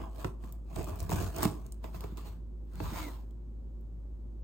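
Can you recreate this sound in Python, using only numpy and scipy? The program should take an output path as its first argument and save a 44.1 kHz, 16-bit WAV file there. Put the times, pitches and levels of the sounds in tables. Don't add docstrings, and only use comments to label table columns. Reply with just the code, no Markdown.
import sys
import numpy as np
from scipy import signal
from scipy.fft import rfft, irfft, next_fast_len
from scipy.io import wavfile
from scipy.ndimage import uniform_filter1d, map_coordinates

SR = 44100
rng = np.random.default_rng(int(sys.argv[2]) if len(sys.argv) > 2 else 0)


def digitize_waveform(pressure):
    field = np.atleast_2d(pressure).T
    bounded = np.clip(field, -1, 1)
    quanta = np.round(bounded * 32767).astype(np.int16)
    wavfile.write(sys.argv[1], SR, quanta)


N = 195590

# t/s, rise/s, hold/s, release/s, tape rasp/dB, board scrape/dB, panel flex/dB
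PULLS = [(0.005, 0.09, 0.038, 0.061, -65, -43.5, -47.5), (0.205, 0.12, 0.068, 0.067, -58, -48.5, -56),
         (0.44, 0.044, 0.0061, 0.13, -62.5, -53.5, -50), (0.775, 0.071, 0.038, 0.1, -53, -42.5, -39),
         (0.875, 0.025, 0.021, 0.11, -55.5, -44.5, -50.5), (1.0, 0.068, 0.089, 0.55, -60, -51, -45),
         (1.118, .03, 0.044, .12, -46, -40, -33.5), (1.185, .05, 0.039, 0.18, -47.5, -42, -37.5),
         (1.385, .05, .025, 0.13, -52.5, -39, -43.5), (1.432, 0.085, 0.014, 0.069, -41, -39.5, -40),
         (1.5, .03, 0.028, 0.21, -61, -53.5, -46.5)]
# f/Hz, level/dB
TAPE_TONE = [(500, -34.5), (1500, 6), (2000, 3.5), (2600, 1.5), (3500, 1), (5000, 1.5), (5900, -0.5),
             (6600, 2), (7500, 0), (8500, 2), (11000, 0.5), (13000, 0), (15500, -1.5)]
# f/Hz, level/dB
SCRAPE_TONE = [(160, -31), (280, -2.5), (354, 1), (564, -11.5), (652, 2.5), (729, -7), (921, -7),
               (1120, -3.5), (1440, -24), (1640, -18.5), (1780, -27.5), (2420, -19.5), (4000, -47),
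               (5200, -43), (8800, -120)]
# f/Hz, level/dB
FLEX_TONE = [(35, -28.5), (60, -1.5), (80, 5), (97, -0.5), (120, 0.5), (145, -3.5), (185, -3), (260, -17),
             (340, -12.5), (450, -25), (900, -75)]
# f/Hz, half width/Hz, level/dB (not used)
BOARD_RINGS = [(651.5, 19, 0), (986, 260, -3), (2635, 70, -15)]
# f/Hz, level/dB
MOTOR_NOTES = [(53.4, -36.5), (80, -70), (106.8, -66.5), (172, -69), (226, -62), (355, -66)]
# f/Hz, level/dB
AIR_TONE = [(53, -36), (90, -4.5), (117, 0), (142, -11), (172, -2.5), (196, -15.5), (224, -5.5),
            (260, -11.5), (360, -11.5), (467, -23), (521, -19), (769, -32), (839, -29), (1830, -47),
            (16000, -57)]
# f/Hz, level/dB
RUMBLE_TONE = [(15, -28), (40, 0), (65, 2.5), (110, -16.5), (250, -49), (600, -81.5)]
# t/s, level/dB, extra thud/dB
BUMPS = [(0.2447, -22.5, 0.5), (0.438, -40.5, -2), (0.763, -34, -26), (1.093, -31, -0.5), (1.117, -25, -4),
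         (1.429, -20.5, -1.5), (1.452, -23.5, -17), (1.842, -31.5, -1), (1.944, -37, -5.5),
         (2.007, -56, -1), (2.039, -35, 3.5), (2.173, -44.5, 4.5), (2.8015, -30, 2)]
# f/Hz, level/dB
KNOCK_TONE = [(200, -6), (420, -9), (650, -2.5), (1000, -5), (1500, -9), (2400, -13), (3500, -18.5),
              (8000, -29.5), (16000, -48.5)]
# f/Hz, level/dB
THUD_TONE = [(50, -30), (100, -0.5), (200, -6), (340, 0.5), (450, -4), (800, -34), (2000, -67.5)]
# t/s, level/dB, strongest f/Hz
SNAP_TIMES = [(0.2448, -38, 2120), (0.5234, -37.5, 14200), (0.647, -64.5, 9070), (0.7595, -34.5, 2620),
              (0.8284, -39, 14600), (0.843, -36.5, 8150), (0.858, -47.5, 2240), (0.8945, -41, 2140),
              (0.9575, -40, 14340), (0.9876, -46.5, 2040), (0.9942, -40, 7130), (1.0026, -30.5, 7030),
              (1.028, -35, 15500), (1.0934, -33.5, 2340), (1.102, -30.5, 3400), (1.1107, -30, 9050),
              (1.363, -30.5, 7010), (1.383, -31, 7000), (1.4297, -17, 13100), (1.4337, -26, 13300),
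              (1.4514, -24.5, 2700), (1.664, -44, 8100), (1.7211, -37.5, 8700), (1.743, -53.5, 8000),
              (1.84, -45.5, 2550), (2.0065, -36.5, 2950), (2.0392, -41.5, 3580), (2.172, -40, 3920),
              (2.7342, -57, 7570), (2.755, -45, 2780), (2.9707, -43.5, 2370), (3.3084, -57.5, 2830),
              (3.809, -61.5, 13000)]
# multiple of its strongest pitch, level/dB
SNAP_TONE = [(1 / 9, -21), (1 / 2, -6), (1, 1), (1.7, -3)]
# t/s, panel ring/dB, hollow boom/dB
SPRING_BACKS = [(0.776, -38, -37), (0.915, -62, -30.5), (1.017, -51, -30.5), (1.14, -35.5, -29),
                (1.178, -58, -24.5), (1.455, -19.5, -45), (2.123, -40.5, -47), (2.28, -64, -40),
                (2.837, -59, -35.5), (2.923, -35.5, -53)]
# f/Hz, level/dB, fade/s
PANEL_NOTES = [(166, 6, 0.033), (203.7, 4, 0.056), (301, -1.5, 0.077), (314, -25.5, 0.082)]
# t/s, level/dB
FLICKS = [(.8435, -52), (1.437, -39), (1.449, -39), (1.514, -51), (1.7235, -47)]
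# f/Hz, level/dB, fade/s
STEEL_NOTES = [(7400, -6, .035), (8680, 0, .018), (8960, -2, .022), (14600, -12, .015)]
# t/s, rise/s, hold/s, release/s, hiss/dB, board rub/dB, panel flex/dB
SHOVES = [(1.845, 0.026, 0.01, 0.11, -62, -53.5, -51), (1.95, 0.037, 0.0096, 0.12, -61.5, -57, -48.5),
          (2.01, 0.022, 0.042, 0.2, -65.5, -56.5, -54), (2.178, 0.011, 0.0076, 0.09, -61.5, -55.5, -56),
          (2.26, 0.083, 0.027, 0.098, -64, -57, -53), (2.825, 0.11, 0.051, .14, -57, -50.5, -40.5),
          (2.96, 0.13, 0.096, 0.14, -51, -45.5, -48)]
# f/Hz, level/dB
HISS_TONE = [(600, -19), (850, 6.5), (1400, 10), (1900, 5.5), (2450, 5.5), (3400, 0.5), (4400, 2.5),
             (5800, -1), (7500, -3), (9300, 0), (11500, -11.5), (13500, 2), (15500, -4)]
# f/Hz, level/dB
RUB_TONE = [(160, -10.5), (280, 4), (480, -4.5), (631, -8.5), (790, -5.5), (900, -4), (1360, -7.5),
            (1800, -16.5), (2100, -19.5), (3130, -25), (4000, -29), (5200, -53), (8800, -120)]
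# f/Hz, fade/s
ROOM_FADES = [(100, 0.16), (400, 0.57), (2000, 0.23), (8000, 0.26), (15000, 0.17)]
# f/Hz, likeness (0 unrelated, 1 the same)
LIKENESS = [(60, 0.61), (150, 0.67), (300, 0.62), (650, 0.083), (1100, 0.56), (2000, 0.16), (4500, 0.02),
            (5900, 0), (6800, 0.91), (16000, 0.93)]
# f/Hz, left minus right level/dB
LEAN = [(100, 0.5), (280, -5.5), (550, -9), (1000, 0.5), (2000, -1.9), (6000, -0.5)]
# f/Hz, phase/half turns
MIC_PHASE = [(8100, 0), (10100, 1), (11800, 1), (13900, 2)]


def amp(db):
    return 10 ** (np.asarray(db) / 20)


def unit(x):
    return x / np.sqrt(np.mean(x ** 2) + 1e-20)


def struck(x, seconds):
    return x / np.sqrt(np.mean(x[:, :int(seconds * SR)] ** 2))


def along(points, hz):
    pitches, values = np.transpose(points)
    return np.interp(np.log(hz + 1), np.log(pitches + 1), values)


def add(track, start, sound):
    part = track[:, round(start * SR):][:, :sound.shape[1]]
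    part += sound[:, :part.shape[1]]


def wobble(rate):
    points = rng.standard_normal(int(N * rate / SR) + 4)
    return map_coordinates(points, [np.arange(N) * rate / SR])


def filtered(x, response):
    size = next_fast_len(N + SR // 2)
    return irfft(rfft(x, size) * response(np.fft.rfftfreq(size, 1 / SR)), size)[..., :N]


def coloured(x, tone, ring_db=0, size=8192):
    hz = np.fft.rfftfreq(size, 1 / SR)
    peaks = sum(1 / (1 + ((hz - centre) / width) ** 2) for centre, width, _ in BOARD_RINGS)
    cepstrum = irfft(np.log(amp(along(tone, hz) + ring_db * peaks) + 1e-6))
    cepstrum[1:size // 2] *= 2
    cepstrum[size // 2 + 1:] = 0
    ringing = irfft(np.exp(rfft(cepstrum)))
    return signal.fftconvolve(x, ringing[None], axes=1)[:, :x.shape[1]]


def burst(fade, attack=0.0017):
    t = np.arange(SR // 4) / SR
    onset = 1 - np.exp(-(t / attack) ** 2)
    return rng.standard_normal((2, len(t))) * amp(-60 * t / fade) * onset


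def slips(rate, scatter_db, smooth):
    released = rng.random(N) < rate / SR
    sizes = amp(scatter_db * np.minimum(rng.exponential(size=N), 3))
    clicks = unit(released * sizes * rng.choice([-1, 1], (2, N)))
    return unit(clicks + smooth * rng.standard_normal((2, N)))


def wander(x, depth_db):
    spectrum = signal.stft(x, nperseg=512)[2]
    patches = rng.standard_normal(spectrum.shape[1:])
    for axis, size in [(0, 3), (0, 3), (1, 9), (1, 5)]:
        patches = uniform_filter1d(patches, size, axis)
    return signal.istft(spectrum * amp(depth_db * unit(patches)), nperseg=512)[1][:, :N]


def stroke(start, rise, hold, release, sag_db_per_s=0, edge_db=20.5):
    t = np.arange(N) / SR - start
    edges = np.maximum(-t, 0) / rise + np.maximum(t - hold, 0) / release
    return amp(-edge_db * edges - sag_db_per_s * np.clip(t, 0, hold))


def strokes(rows, sag_db_per_s):
    shapes = np.array([stroke(*row[:4], sag_db_per_s) for row in rows])
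    gains = amp(np.array(rows)[:, 4:]).T
    return np.sqrt(gains ** 2 @ shapes ** 2)


def cutting():
    rasp, scrape, flex = strokes(PULLS, sag_db_per_s=32)
    catch = unit(amp(1.3 * wobble(70) + 1.3 * wobble(300)))
    tear = slips(rate=2200, scatter_db=3.8, smooth=.45) * catch
    shifting = wander(tear, depth_db=3)
    crackle = amp(-7) * slips(rate=110, scatter_db=2.5, smooth=0)
    tape = amp(2.2) * rasp * unit(coloured(unit(shifting) + crackle, TAPE_TONE))
    board = amp(0.87) * scrape * unit(coloured(shifting, SCRAPE_TONE))
    panel = amp(2) * flex * unit(coloured(tear, FLEX_TONE))
    return tape + board + panel


def hum(dip_at_s=1.692, dip_width_s=0.014, dip_db=-11):
    t = np.arange(N) / SR
    motor = np.zeros(N)
    for hz, db in MOTOR_NOTES:
        drift = 0.00075 * hz * wobble(8.5)
        motor += np.sqrt(2) * amp(db) * np.sin(2 * np.pi * hz * t + drift)
    dip = amp(dip_db * np.exp(-((t - dip_at_s) / dip_width_s) ** 2))
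    air = spread(unit(coloured(rng.standard_normal((2, N)), AIR_TONE)))
    rumble = spread(unit(coloured(rng.standard_normal((2, N)), RUMBLE_TONE)))
    return amp(-5.5) * motor * dip + amp(-54) * air + amp(-56) * rumble


def knocks():
    out = np.zeros((2, N))
    for start, db, thud_db in BUMPS:
        knock = struck(coloured(burst(fade=.022, attack=.0006), KNOCK_TONE, ring_db=10.5), 0.002)
        thud = struck(coloured(burst(fade=.071, attack=.0024), THUD_TONE), 0.026)
        add(out, start, amp(db - 9.5) * (knock + amp(thud_db - 3) * thud))
    return out


def snaps():
    out = np.zeros((2, N))
    for start, db, hz in SNAP_TIMES:
        tone = [(hz * multiple, level) for multiple, level in SNAP_TONE]
        crack = burst(fade=.008, attack=.001)
        crinkle = amp(-19) * burst(fade=.035)
        tick = struck(coloured(crack + crinkle, tone), 0.002)
        add(out, start, amp(db - 8.5) * tick)
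    return out


def thumps(air_hz=84.2, air_fade_s=0.27):
    out, t = np.zeros((1, N)), np.arange(SR // 3) / SR
    onset = 1 - np.exp(-t / 0.0023)
    note = lambda hz, fade: amp(-60 * t / fade) * np.sin(2 * np.pi * hz * t) * onset
    ring = sum(amp(db) * note(hz, fade) for hz, db, fade in PANEL_NOTES)
    boom = note(air_hz, air_fade_s)
    for start, ring_db, boom_db in SPRING_BACKS:
        add(out, start, (amp(ring_db) * ring + amp(boom_db) * boom)[None])
    return out


def pings():
    out, t = np.zeros((1, N)), np.arange(SR // 8) / SR
    for start, db in FLICKS:
        ring = sum(amp(level + rng.normal(0, 1.7) - 60 * t / fade) * np.sin(2 * np.pi * hz * t)
                   for hz, level, fade in STEEL_NOTES)
        add(out, start, amp(db) * ring[None])
    return out


def sliding():
    hiss, rub, flex = strokes(SHOVES, sag_db_per_s=22)
    drag = slips(rate=3500, scatter_db=3, smooth=.7) * unit(amp(1.3 * wobble(60)))
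    shifting = wander(drag, depth_db=2.3)
    surface = amp(5.5) * hiss * unit(coloured(shifting, HISS_TONE))
    board = amp(3.5) * rub * unit(coloured(shifting, RUB_TONE, ring_db=5.5))
    panel = amp(2.5) * flex * unit(coloured(drag, FLEX_TONE))
    return surface + board + panel


def squeak(start=3.002, groan_hz=310, squeal_hz=2200):
    progress = np.clip((np.arange(N) / SR - start) / .085, 0, 1.5)
    sink = 1 - .095 * progress ** 2

    def rough_note(pitch):
        hz = pitch * sink * (1 + .03 * wobble(600))
        return unit(np.sin(2 * np.pi * np.cumsum(hz) / SR) * amp(3.5 * wobble(160)))

    notes = amp(-47.5) * rough_note(groan_hz) + amp(-55.5) * rough_note(squeal_hz)
    return notes * stroke(start, rise=.025, hold=.08, release=.03)


def room(x):
    hz, t, noise = signal.stft(rng.standard_normal((2, SR // 2)), SR, nperseg=256)
    fading = amp(-60 * t / along(ROOM_FADES, hz)[:, None])
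    tail = signal.istft(noise * fading, SR, nperseg=256)[1]
    tail = np.pad(tail, ((0, 0), (SR // 200, 0)))
    return signal.fftconvolve(x, tail / np.linalg.norm(tail[0]), axes=1)[:, :N]


def spread(pair):
    angle = lambda hz: np.arccos(along(LIKENESS, hz)) / 2
    mid, side = filtered(pair, lambda hz: np.array([np.cos(angle(hz)), np.sin(angle(hz))]))
    return np.array([mid + side, mid - side])


def scene():
    noises = cutting() + snaps() + knocks() + sliding()
    panel = thumps()
    echo = amp(-12.5) * room(noises + panel)
    box = spread(noises + echo) + panel + pings() + squeak()
    return filtered(box, lambda hz: amp(np.outer([1, -1], along(LEAN, hz)) / 2)) + hum()


def record(dry):
    top_hz = 15950
    shifted = filtered(dry, lambda hz: np.exp(.5j * np.pi * np.outer([1, -1], along(MIC_PHASE, hz))))
    return filtered(shifted, lambda hz: hz < top_hz)


dry = scene()
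out = record(dry)
digitize_waveform(out)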